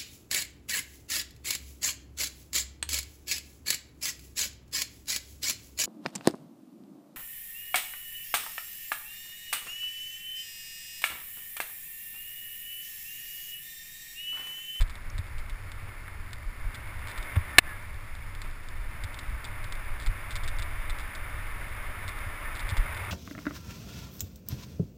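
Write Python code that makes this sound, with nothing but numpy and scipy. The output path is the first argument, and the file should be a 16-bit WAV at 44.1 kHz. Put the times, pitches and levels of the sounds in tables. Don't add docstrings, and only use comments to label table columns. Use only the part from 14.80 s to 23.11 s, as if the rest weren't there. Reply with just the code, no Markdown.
import sys
import numpy as np
from scipy import signal
from scipy.fft import rfft, irfft
from scipy.io import wavfile
from scipy.ndimage import uniform_filter1d

SR = 44100
rng = np.random.default_rng(int(sys.argv[2]) if len(sys.argv) > 2 else 0)


def persist_wave(psi):
    counts = np.round(np.clip(psi, -1, 1) * 32767).astype(np.int16)
    wavfile.write(sys.argv[1], SR, np.atleast_2d(counts).T)


N = 366471
TIME = np.arange(N) / SR

# t/s, level/dB
ROLLING = [(0, -49.5), (1.1, -48.5), (1.7, -50), (1.95, -45.5), (2.2, -46), (2.35, -42), (2.88, -43.5),
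           (3.05, -47.5), (3.85, -49), (4.2, -45.5), (5.2, -44), (5.8, -42.5), (7, -42.5), (7.6, -41),
           (7.9, -39.5), (8.31, -39)]
# f/Hz, width/Hz, boost/dB
CASE_RESONANCES = [(590, 115, 6.5), (1110, 93, 1), (1787, 54, 5.5), (2152, 340, 6.5), (3582, 204, 6.5),
                   (4844, 270, 6.5)]


def amp(db):
    return 10 ** (np.asarray(db) / 20)


def unit(x):
    return x / np.sqrt(np.mean(x ** 2) + 1e-20)


def curve(rows, axis=1):
    rows = np.asarray(rows)
    return np.interp(TIME, rows[:, 0], rows[:, axis])


def add(mix, s, sound):
    part = mix[max(round(s * SR), 0):][:len(sound)]
    part += sound[:len(part)]


def response(points, modes=(), size=16384):
    hz = abs(np.fft.fftfreq(size, 1 / SR))
    f, db = np.transpose(points)
    db = np.interp(np.log(hz + 1), np.log(f + 1), db)
    for centre, width, boost in modes:
        db = db + boost / (1 + (2 * (hz - centre) / width) ** 2)
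    spectrum = np.exp(signal.hilbert(np.log(amp(db))).conj())
    return np.fft.ifft(spectrum).real[:size // 2]


def colour(x, points, modes=()):
    return signal.fftconvolve(x, response(points, modes))[:len(x)]


def wander(rate_hz):
    hz = np.fft.rfftfreq(N, 1 / SR)
    spectrum = rfft(rng.standard_normal(N)) * np.exp(-(hz / rate_hz) ** 2)
    return unit(irfft(spectrum, N))


def tyres(level_db=0.48, grit_db=-8, grits_per_s=800, spread_db=0.5, uneven_db=0.45):
    # f/Hz, relative density/dB per Hz
    tread_spectrum = [(60, -16), (200, -6.5), (320, -7), (470, -11), (750, -7), (950, -2), (1400, 0.5),
                      (1650, -1.5), (2300, -3.5), (2700, -8.5), (3200, -14.5), (3800, -18), (4300, -27),
                      (6000, -21)]
    # t/s, level/dB, length/s
    loose_patches = [(0.012, -38.5, 0.016), (1.091, -43.5, 0.0092), (1.283, -39.5, 0.0054),
                     (2.564, -31, 0.01), (3.65, -45, 0.029), (7.97, -33.5, 0.0045)]
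    sizes = amp(spread_db * np.minimum(rng.exponential(1, N), 4)) * rng.choice([-1, 1], N)
    grit = unit(sizes * (rng.random(N) < grits_per_s / SR))
    grains = rng.standard_normal(N) + amp(grit_db) * grit
    contact = unit(colour(grains, tread_spectrum, CASE_RESONANCES))
    level = amp(curve(ROLLING) + level_db + uneven_db * wander(30))
    scuff_power = np.zeros(N)
    for s, db, length in loose_patches:
        scuff_power += amp(db) ** 2 * np.exp(-(2 * (TIME - s) / length) ** 2)
    return contact * np.sqrt(level ** 2 + scuff_power)


def wind(gusts_db=2.5, gusts_hz=7):
    # f/Hz, relative density/dB per Hz
    eddy_spectrum = [(5, -5.5), (16, 3.5), (28, 1), (45, -13.5), (70, -9.5), (150, -59), (400, -80)]
    # t/s, level/dB
    breeze = [(0, -35), (1.3, -40), (2.95, -41.5), (4.2, -37.5), (5.85, -31.5), (6.3, -35.5), (7.8, -36.5),
              (8.31, -49)]
    eddies = unit(colour(rng.standard_normal(N), eddy_spectrum))
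    return eddies * amp(curve(breeze) + gusts_db * wander(gusts_hz))


def frame_shake(mean_db=-44.5, follow=0.33, lumps_db=2.0, lumps_hz=8.3):
    # f/Hz, relative density/dB per Hz
    frame_spectrum = [(30, -37), (55, 3), (72, -3), (102, 3.5), (125, -10.5), (160, -16), (220, -25),
                      (600, -70)]
    ground = rng.standard_normal(N) * amp(lumps_db * wander(lumps_hz))
    pace_db = curve(ROLLING) - curve(ROLLING).mean()
    return unit(colour(ground, frame_spectrum)) * amp(mean_db + follow * pace_db)


def rush(level_db=-56):
    # f/Hz, relative density/dB per Hz
    air_spectrum = [(100, -6.5), (230, 3), (380, -0.5), (700, -7.5), (2500, -24.5), (4500, -8.5),
                    (5800, -12)]
    return amp(level_db) * unit(colour(rng.standard_normal(N), air_spectrum))


def jolts(bumps, modes, damping=2.24):
    t, out = np.arange(SR // 4) / SR, np.zeros(N)
    swing = np.zeros(len(t))
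    for hz, db, rise in modes:
        envelope = (t / rise * np.exp(1 - t / rise)) ** damping
        swing += amp(db) * envelope * np.sin(2 * np.pi * hz * t)
    for s, db in bumps:
        add(out, s, amp(db) * swing)
    return out


def mount_sways():
    # t/s, envelope peak level/dB
    dips = [(0, -12.5), (0.34, -25), (0.715, -25), (1.655, -23.5), (1.845, -21), (2.375, -25.5),
            (3.99, -27.5), (4.205, -26), (4.475, -24.5), (5.265, -18.5), (5.53, -26), (5.98, -26),
            (6.095, -26), (7.83, -23), (7.975, -14)]
    # f/Hz, relative level/dB, time to the widest swing/s
    mount_modes = [(30, 0, 0.019)]
    return jolts(dips, mount_modes)


def bounces(s, db, gap, shrink=0.78, loss_db=2, rest_s=.0044):
    taps = [(s, db)]
    while gap > rest_s and len(taps) < 10:
        s, db, gap = s + gap, db - loss_db, gap * shrink
        taps.append((s, db))
    return taps


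def rattles(level_db=-5.0, scrape=0.085, scrape_s=0.0049, strays_per_s=14, stray_db=-18, size=1024):
    # t/s, level/dB, time to the first bounce/s (too short a time leaves a single tap)
    loose_parts = [(0.009, -25.5, 0.0076), (0.097, -34, .006), (0.155, -33, 0.0021), (0.381, -30.5, 0.0048),
                   (0.583, -36.5, 0.0076), (0.697, -34.5, 0.005), (0.918, -31.5, 0), (1.532, -27, 0.0018),
                   (1.946, -31, 0.006), (2.273, -30, 0.011), (2.312, -34, 0.0055), (2.378, -29.5, .005),
                   (2.428, -30.5, 0), (3.352, -36.5, 0), (3.551, -33, 0), (3.618, -28, 0),
                   (3.887, -32, 0.0015), (4.238, -28, 0.0052), (4.344, -30, 0.0034), (4.390, -27.5, 0.0033),
                   (4.644, -29, 0.0064), (4.843, -30.5, 0.0039), (4.924, -26, 0.0026), (4.954, -34, 0),
                   (5.200, -31, 0.013), (5.263, -27, 0.0063), (5.508, -29, 0.008), (5.556, -24.5, .007),
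                   (5.636, -29, 0.0059), (5.678, -26, 0.0066), (5.787, -28, 0.007), (5.823, -26, 0.0046),
                   (6.098, -26, 0.0057), (6.187, -32, 0.0099), (6.351, -28.5, 0.0055),
                   (7.280, -27.5, 0.007), (7.389, -35, 0), (7.753, -31, 0.0086), (7.795, -28.5, 0.0071),
                   (7.891, -25.5, .008), (7.970, -26, 0.0059), (8.147, -31, 0), (8.174, -31, 0.0021)]
    # f/Hz, relative density/dB per Hz
    tap_spectrum = [(200, -24), (1000, -4.5), (2000, -1.5), (2900, -6), (3500, 1), (4100, -1.5), (5000, -8),
                    (5900, -6), (6600, -18)]
    t, out = np.arange(size) / SR, np.zeros(N)
    body = response(tap_spectrum, CASE_RESONANCES)[:size]
    strays = rng.uniform(-1.3, 1, N) * (rng.random(N) < strays_per_s / SR)
    for row, noises in zip(loose_parts, rng.standard_normal((len(loose_parts), 10, size))):
        for (s, db), noise in zip(bounces(*row), noises):
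            contact = (t == 0) + scrape * noise * np.exp(-t / scrape_s)
            tap = signal.fftconvolve(contact, body)
            loudest = np.sqrt(uniform_filter1d(tap ** 2, size=60).max())
            add(out, s, amp(db + level_db) * tap / loudest)
    ticks = signal.fftconvolve(strays, body / abs(body).max())[:N]
    return out + abs(out).max() * amp(stray_db) * ticks


def frame_thuds():
    # t/s, level/dB
    hard_bumps = [(0.013, -24), (0.385, -22.5), (1.85, -31), (2.565, -12.5), (3.14, -36), (4.235, -29),
                  (5.287, -26.5), (7.46, -29.5), (7.916, -21), (7.98, -30)]
    # f/Hz, relative level/dB, time to the widest swing/s
    frame_modes = [(87.6, -1, 0.011), (206, -19, 0.0037)]
    return jolts(hard_bumps, frame_modes)


def pings(pitch_hz=5600, t60=0.011, size=1024):
    # t/s, peak level/dB
    flicks = [(0.301, -34), (3.026, -49), (5.768, -45)]
    t, out = np.arange(size) / SR, np.zeros(N)
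    for s, db in flicks:
        add(out, s, amp(db - 60 * t / t60) * np.sin(2 * np.pi * pitch_hz * t))
    return out


def squeaks(waver=.2, waver_hz=45):
    # t/s, length/s, start f/Hz, end f/Hz, rms level at mid-length before wavering/dB
    sagging_tones = [(2.438, 0.106, 2280, 2020, -46.5), (2.67, 0.19, 1830, 1760, -48),
                     (2.831, 0.137, 1795, 1634, -44.5)]
    tones = np.zeros(N, complex)
    for s, length, start_hz, end_hz, db in sagging_tones:
        u = np.arange(0, length, 1 / SR) / length
        hz = start_hz + (end_hz - start_hz) * u
        swell = amp(db) * np.sqrt(2) * np.sin(np.pi * u)
        add(tones, s, swell * np.exp(2j * np.pi * np.cumsum(hz) / SR))
    wavering = 1 + waver * (wander(waver_hz) + 1j * wander(waver_hz))
    return (tones * wavering).real


def knock(crack_db=-6, crack_s=0.0024, lowest_hz=180, size=2048):
    # t/s, force level/dB
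    contacts = [(2.78377, 2), (2.7855, 6.5), (2.7865, -5), (2.78718, -2), (2.7883, 4), (2.78983, -1)]
    # f/Hz, relative level/dB, t60/s
    case_modes = [(345, -10, 0.0086), (1090, -17, 0.0074), (1752, -9.5, 0.017), (2195, 0, 0.0077),
                  (2600, -3, 0.01), (2930, -14, 0.015), (3580, -10, 0.02), (4020, -9.5, 0.013)]
    t, out = np.arange(size) / SR, np.zeros(N)
    ring = np.zeros(size)
    for hz, db, t60 in case_modes:
        ring += amp(db) * np.exp(-np.log(1000) * t / t60) * np.sin(2 * np.pi * hz * t)
    for (s, db), noise in zip(contacts, rng.standard_normal((len(contacts), size))):
        crack = amp(crack_db) * noise * np.exp(-t / crack_s)
        add(out, s, amp(db) * (crack - ring))
    return signal.lfilter(*signal.butter(1, lowest_hz, "high", fs=SR), out)


def scene():
    steady = tyres() + wind() + frame_shake() + rush()
    events = mount_sways() + rattles() + frame_thuds() + pings() + squeaks() + knock()
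    return (steady + events)[None]


def limiter(x, threshold_db=-13, recover_db_per_s=230, attack_s=.009):
    fall = TIME * recover_db_per_s
    level_db = 20 * np.log10(np.clip(abs(x), 1e-9, 1))
    peak_db = np.maximum.accumulate(level_db + fall) - fall
    excess_db = np.maximum(peak_db - threshold_db, 0)
    r = np.exp(-1 / (attack_s * SR))
    return x / amp(signal.lfilter([1 - r], [1, -r], excess_db))


def record(dry, hold_hz=12000, band_hz=5820, edge_hz=15400):
    samples = np.clip(signal.resample_poly(limiter(dry[0]), hold_hz, SR), -1, 1)
    samples = signal.fftconvolve(samples, signal.firwin(41, band_hz, fs=hold_hz), "same")
    held = np.repeat(samples, 4)
    steps = signal.resample_poly(held, SR, 4 * hold_hz)[:N]
    lowpass = signal.firwin(301, edge_hz, window=("kaiser", 8), fs=SR)
    return signal.fftconvolve(steps, lowpass, "same")[None]


dry = scene()
out = record(dry)
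persist_wave(out)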